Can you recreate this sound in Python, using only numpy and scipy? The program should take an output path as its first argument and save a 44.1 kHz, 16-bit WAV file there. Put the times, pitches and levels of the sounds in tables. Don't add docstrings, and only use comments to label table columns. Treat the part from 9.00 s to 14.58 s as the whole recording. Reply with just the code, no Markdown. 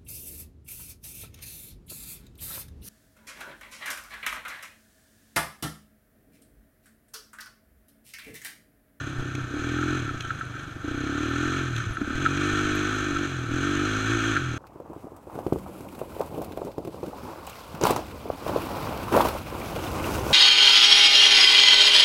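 import sys
import numpy as np
from scipy import signal
from scipy.io import wavfile

SR = 44100
rng = np.random.default_rng(int(sys.argv[2]) if len(sys.argv) > 2 else 0)


def unload_wav(signal):
    wavfile.write(
        sys.argv[1],
        SR,
        np.round(np.clip(np.atleast_2d(signal).T, -1, 1) * 32767).astype(np.int16),
    )


N = 246063
REFERENCE_SPEED = 40


def from_db(db):
    return 10 ** (np.asarray(db) / 20)


def rms_one(x):
    return x / np.sqrt(np.mean(x ** 2) + 1e-20)


def noise():
    return rng.standard_normal(N)


def curve(rows):
    t, values = np.transpose(rows)
    return np.interp(np.arange(N) / SR, t, values)


def band(x, low_hz, high_hz, order=2):
    return signal.sosfilt(signal.butter(order, [low_hz, high_hz], "band", fs=SR, output="sos"), x)


def resonate(x, modes, twice=False, step=-1):
    out = 0
    for k, (hz, width_hz, db) in enumerate(modes):
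        r = np.exp(-np.pi * width_hz / SR)
        b = (1 - r * r) / 2 * np.array([1, 0, -1])
        a = [1, -2 * r * np.cos(2 * np.pi * hz / SR), r * r]
        y = signal.lfilter(b, a, x + 1e-18)
        if twice:
            y = signal.lfilter(b, a, y)
        out = out + step ** k * from_db(db) * y
    return out


def decay(x, time_s, poles=2):
    return signal.lfilter([1], np.poly([np.exp(-1 / (time_s * SR))] * poles), x)


def lagged(x, lag_s):
    r = np.exp(-1 / (lag_s * SR))
    return signal.lfilter([1 - r], [1, -r], x, zi=[r * x[0]])[0]


def clicks_at(events):
    out = np.zeros(N)
    for s, db in events:
        out[round(s * SR)] = from_db(db)
    return out


def level(rule, per_s, throttle):
    base_db, octave_db, throttle_db = rule
    return from_db(base_db + octave_db * np.log2(per_s / REFERENCE_SPEED) + throttle_db * throttle)


WIND_LEVEL = (-45.5, 2.5, 0.5)


def wind(per_s, throttle):
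    gust_db, gusts_per_s = 9, 8.7
    gusts = rms_one(band(noise(), 0.53, gusts_per_s, order=1))
    pressure = from_db(gust_db * gusts) * band(noise(), 5.0, 28.5)
    return level(WIND_LEVEL, per_s, throttle) * rms_one(pressure)


def tyres():
    return from_db(-46.5) * rms_one(band(noise(), 84, 236, order=1))


def litter():
    sizes = from_db(4.7 * np.minimum(rng.exponential(1, N), 3))
    born = (rng.random(N) < 25 / SR) * sizes
    return from_db(-59.0) * band(decay(born, 0.0016, poles=1) * noise(), 7600, 10600)


# t/s, f/Hz, length/s (from the middle to a gain of e^-2), level/dB (rms at the middle)
WHISTLES = [(1.25, 3110, 0.036, -47.5), (2.303, 12700, 0.014, -61), (2.937, 10600, 0.023, -59.5),
            (3.76, 12600, .015, -55), (3.96, 12700, .012, -63), (3.35, 2440, 0.33, -47),
            (5.294, 3260, .02, -35.5)]


def whistles():
    t, out = np.arange(N) / SR, 0
    for s, hz, length_s, db in WHISTLES:
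        thin = rms_one(resonate(noise(), [(hz, 200, 0)], twice=True))
        out = out + from_db(db) * np.exp(-2 * ((t - s) / length_s) ** 2) * thin
    return out


# t/s, level/dB (of the click, relative)
TWIGS = [(0.3506, -35), (1.2057, -35), (1.2214, -44), (1.249, -50), (2.7624, -34), (2.7794, -38.5),
         (3.0844, -59), (4.4664, -47)]
# f/Hz, width/Hz, level/dB (relative)
HOUSING_MIDDLE = [(2292, 150, 1), (2553, 71, 7), (2576, 460, 0), (3353, 236, 2), (3665, 270, -4),
                  (4106, 156, -0.5), (4965, 280, -16)]
HOUSING_TOP = [(5690, 90, -6), (6327, 740, 2), (7250, 630, -5), (7640, 2160, -11.5), (12600, 1800, -51)]


def snaps():
    crack = decay(clicks_at(TWIGS), 0.0012) * noise()
    middle = from_db(-11.0) * resonate(crack, HOUSING_MIDDLE)
    top = from_db(-17.0) * resonate(crack, HOUSING_TOP, twice=True)
    return middle + top + from_db(-39) * band(crack, 9200, 13300)


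# t/s, level/dB (of the click, relative)
ROOTS = [(2.8665, -22.5), (4.99, -34), (5.088, -32)]


def bumps():
    return from_db(54.5) * band(resonate(clicks_at(ROOTS), [(106.0, 15, 0)]), 65, 320)


# t/s, level/dB (of the click, relative)
BLOWS = [(0.7864, -25.5), (0.828, -26), (1.0609, -34), (1.0914, -31), (1.2501, -31), (1.3052, -22.5),
         (1.4104, -27.5), (1.421, -39.5), (1.5404, -36.5), (1.566, -33.5), (2.2744, -36), (2.7796, -32),
         (2.8022, -29.5), (2.9697, -25.5), (3.015, -30), (3.1044, -29), (3.2525, -22), (3.261, -15),
         (3.2714, -41), (3.436, -29), (4.1639, -28), (4.9424, -41), (5.3574, -23), (5.3653, -17.5),
         (5.3732, -22.5)]


def knocks():
    blows = clicks_at(BLOWS)
    rung = resonate(blows, [(1322, 95, 1), (1530, 346, -7)], twice=True)
    scrape = decay(blows, 0.0018) * noise()
    return from_db(45.5) * rung + from_db(-35.5) * resonate(scrape, HOUSING_MIDDLE)


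# f/Hz, width/Hz, level/dB (relative)
HOUSING_BOTTOM = [(1120, 200, -13), (1330, 190, 0), (1540, 190, -1), (1785, 110, -4), (2010, 90, -17)]
# t/s, level/dB (added to the clatter)
TRAIL_SHAKING = [(0, 1.5), (.1, -0.5), (.5, -0.5), (.8, -1.5), (1.1, -0.5), (1.3, 4.5), (1.5, 2.5),
                 (1.6, 6), (1.79, 0.5), (2.0, 0.5), (2.6, 0.5), (2.72, -2.5), (2.79, 4), (2.88, 0),
                 (3.2, -1), (3.55, 1), (3.9, -0.5), (4.3, -1.5), (4.7, 0.5), (5.0, -1), (5.3, 0),
                 (5.58, -1.5)]
CLATTER_LOW, CLATTER_MIDDLE, CLATTER_HIGH = (-38, 11.3, 4.4), (-45, 13.3, 3.94), (-51.5, 15.2, 2.3)


def clatter(turns, per_s, throttle):
    swell = np.cos(2 * np.pi * (turns - .3))
    sizes = from_db(3.2 * np.minimum(rng.exponential(1, N), 4)) * rng.choice([-1, 1], N)
    ticks_per_s = 1500 * (1 + .6 * swell)
    ticks = rms_one(sizes * (rng.random(N) < ticks_per_s / SR))
    shake = rms_one(band(noise(), 4.5, 36, order=1))
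    low = (.5 * ticks + noise()) * from_db(0.14 * swell + 0.98 * shake)
    middle = (0.51 * ticks + noise()) * from_db(0.18 * swell + 0.75 * shake)
    high = (0.72 * ticks + noise()) * from_db(1.1 * swell + 1.03 * shake)
    low = level(CLATTER_LOW, per_s, throttle) * rms_one(resonate(low, HOUSING_BOTTOM, twice=True))
    middle = level(CLATTER_MIDDLE, per_s, throttle) * rms_one(resonate(middle, HOUSING_MIDDLE))
    high = level(CLATTER_HIGH, per_s, throttle) * rms_one(resonate(high, HOUSING_TOP, twice=True))
    return from_db(curve(TRAIL_SHAKING)) * (low + middle + high)


# t/s, f/Hz, level/dB (before the fade)
DEEP_GULPS = [(3.013, 212, -20), (3.076, 230, -28), (3.104, 237, -24), (3.132, 251, -25)]


def gulps():
    rise_s, t60_s = .005, 0.055
    out = np.zeros(N)
    t = np.arange(SR // 10) / SR
    rise = np.minimum(t / rise_s, 1)
    for s, hz, db in DEEP_GULPS:
        ring = from_db(db - 60 * t / t60_s) * rise * np.sin(2 * np.pi * hz * t)
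        out[round(s * SR):][:len(t)] += ring
    return out


def roughness(throttle):
    rough_shut, rough_open, settle_s = .6, .06, .04
    loaded = lagged(np.clip(2 * throttle - .6, 0, 1), settle_s)
    return rough_shut + (rough_open - rough_shut) * loaded


def firings(turns, per_s, rough, spread_db, late_s):
    at = np.flatnonzero(np.diff(np.floor(turns)))
    chance = rng.standard_normal((len(at), 2))
    shift = (late_s * SR * rough[at] * chance[:, 0]).astype(int)
    out = np.zeros(N)
    out[np.clip(at + shift, 0, N - 1)] = from_db(spread_db * rough[at] * chance[:, 1]) / np.sqrt(per_s[at])
    return out


# t/s, level/dB (added to the intake pulse)
UNEVEN_STROKES = [(.345, 5.5), (.385, 4.5), (1.595, 5), (1.635, -8), (1.68, 5), (1.72, -8), (1.765, 6.5),
                  (1.81, -3), (3.045, -12)]


def odd_strokes(per_s):
    t = np.arange(N) / SR
    return from_db(sum(db * (np.abs(t - s) < .5 / per_s) for s, db in UNEVEN_STROKES))


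# f/Hz, width/Hz, level/dB (relative, before 0.82 per further mode)
AIRBOX_MODES = [(227, 60, -29), (270.7, 70.5, -5), (292.8, 50, 4)]
INTAKE_MODES = [(331.9, 41, 12.5), (367, 85, -10), (430, 35, -7), (636, 43, -4), (744, 71, -12)]
# f/Hz, width/Hz, level/dB (relative)
RASP_MODES = [(652, 170, 3.5), (790, 790, -1.5)]
AIRBOX_LEVEL, TRACT_LEVEL = (-43.5, 7.4, 15.86), (-43.5, 15.3, 5.9)


def intake(turns, per_s, throttle, rough):
    delay_s = .0022 + .007 * rough
    pulses = firings(turns - .08 - delay_s * per_s, per_s, rough, spread_db=5.0, late_s=.001)
    turbulence = (.07 + .42 * rough) * noise()
    drive = rms_one(pulses * odd_strokes(per_s)) + turbulence
    box = rms_one(resonate(drive, AIRBOX_MODES, twice=True, step=0.82))
    tract = rms_one(resonate(drive, INTAKE_MODES, twice=True, step=0.82))
    puffs = rms_one(decay(pulses, 0.014))
    rasp = rms_one(resonate((.5 + puffs) * noise(), RASP_MODES))
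    breath = level(TRACT_LEVEL, per_s, throttle) * (tract + from_db(-16) * rasp)
    return level(AIRBOX_LEVEL, per_s, throttle) * box + breath


# f/Hz, width/Hz, level/dB (relative)
FRAME_MODES = [(49, 60, -3), (82, 32.6, 2.5)]
EXHAUST_MODES = [(118.6, 41, -3), (135, 58, -14.5)]
BARK_MODES = [(452, 62, 5), (650, 90, -3.5), (790, 153, -1.5), (1140, 220, -13.5)]
# t/s, level/dB (rms gain)
BOOM_LEVEL = [(0.0, -37.5), (0.42, -34), (0.53, -47), (0.64, -37.5), (1.01, -33), (1.33, -43), (1.43, -39),
              (1.82, -45), (1.99, -38.5), (2.14, -39), (2.78, -31), (2.83, -36), (2.89, -35.5), (2.95, -41),
              (3.11, -51), (3.2, -32.5), (3.51, -31), (4.27, -37.5), (4.32, -34.5), (4.94, -32),
              (5.13, -31), (5.19, -34.5), (5.47, -31.5), (5.58, -38)]
THROB_LEVEL, BARK_LEVEL = (-46, 3.7, 6.7), (-61, 3, 12)


def exhaust(turns, per_s, throttle, rough):
    pulses = -firings(turns + .09, per_s, rough, spread_db=1.5, late_s=.0006)
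    drive = rms_one(pulses) + .5 * rough * noise()
    throb = rms_one(resonate(drive, FRAME_MODES, twice=True))
    boom = rms_one(resonate(drive, EXHAUST_MODES, twice=True))
    late = turns - .17 - .09
    bark_pulses = firings(late, per_s, rough, spread_db=5.0, late_s=0.0012)
    bark = rms_one(resonate(bark_pulses, BARK_MODES, twice=True))
    pipe = from_db(curve(BOOM_LEVEL)) * boom + level(BARK_LEVEL, per_s, throttle) * bark
    return level(THROB_LEVEL, per_s, throttle) * throb + pipe


def engine(turns, per_s, throttle):
    rough = roughness(throttle)
    return exhaust(turns, per_s, throttle, rough) + intake(turns, per_s, throttle, rough)


# t/s, f/Hz (firings per s)
FIRING_RATE = [(0.0, 35.15), (0.16, 31.89), (0.38, 32.32), (0.48, 30.4), (0.64, 40.31), (0.96, 44.18),
               (1.12, 30.8), (1.48, 24.57), (1.78, 22.91), (1.9, 30.04), (2.04, 33.62), (2.56, 45.69),
               (3.04, 30.08), (3.22, 47.23), (3.32, 46.25), (3.48, 50.55), (3.84, 50.06), (3.92, 53.32),
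               (4.12, 47.84), (4.24, 48.25), (4.48, 37.57), (4.66, 48.7), (4.78, 48.08), (4.88, 52.22),
               (5.04, 53.45), (5.12, 57.56), (5.22, 53.86), (5.28, 56.97), (5.44, 42.54), (5.58, 37.52)]
# t/s, opening (0-1)
THROTTLE_OPENING = [(0, 0.4), (.33, 0.35), (.39, .55), (.5, 0), (.54, 0.67), (.95, 0.93), (.99, 0.61),
                    (1.15, 0.49), (1.2, 0), (1.81, 0), (1.85, 0.88), (2.2, 1), (2.61, 0.81), (2.67, 0.35),
                    (2.9, 0.05), (2.99, .2), (3.03, 0.83), (3.2, 0.66), (3.55, 0.83), (3.8, 0.8),
                    (3.92, 0.65), (4.24, 0.69), (4.28, 0.55), (4.48, 0.14), (4.52, 0.86), (4.82, 0.86),
                    (5.2, 0.66), (5.31, 0.78), (5.45, 0.4), (5.58, 0.53)]


def scene():
    per_s = curve(FIRING_RATE)
    throttle = np.clip(curve(THROTTLE_OPENING), 0, 1)
    lead_s = .005
    turns = np.cumsum(per_s) / SR + lead_s * per_s + .68
    metal = clatter(turns, per_s, lagged(throttle, 0.017))
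    trail = wind(per_s, throttle) + tyres() + litter() + whistles() + snaps() + bumps() + knocks()
    mix = trail + metal + gulps() + engine(turns, per_s, throttle)
    return mix[None]


def record(dry):
    return signal.sosfilt(signal.cheby2(16, 60, 15650, fs=SR, output="sos"), dry)


dry = scene()
out = record(dry)
unload_wav(out)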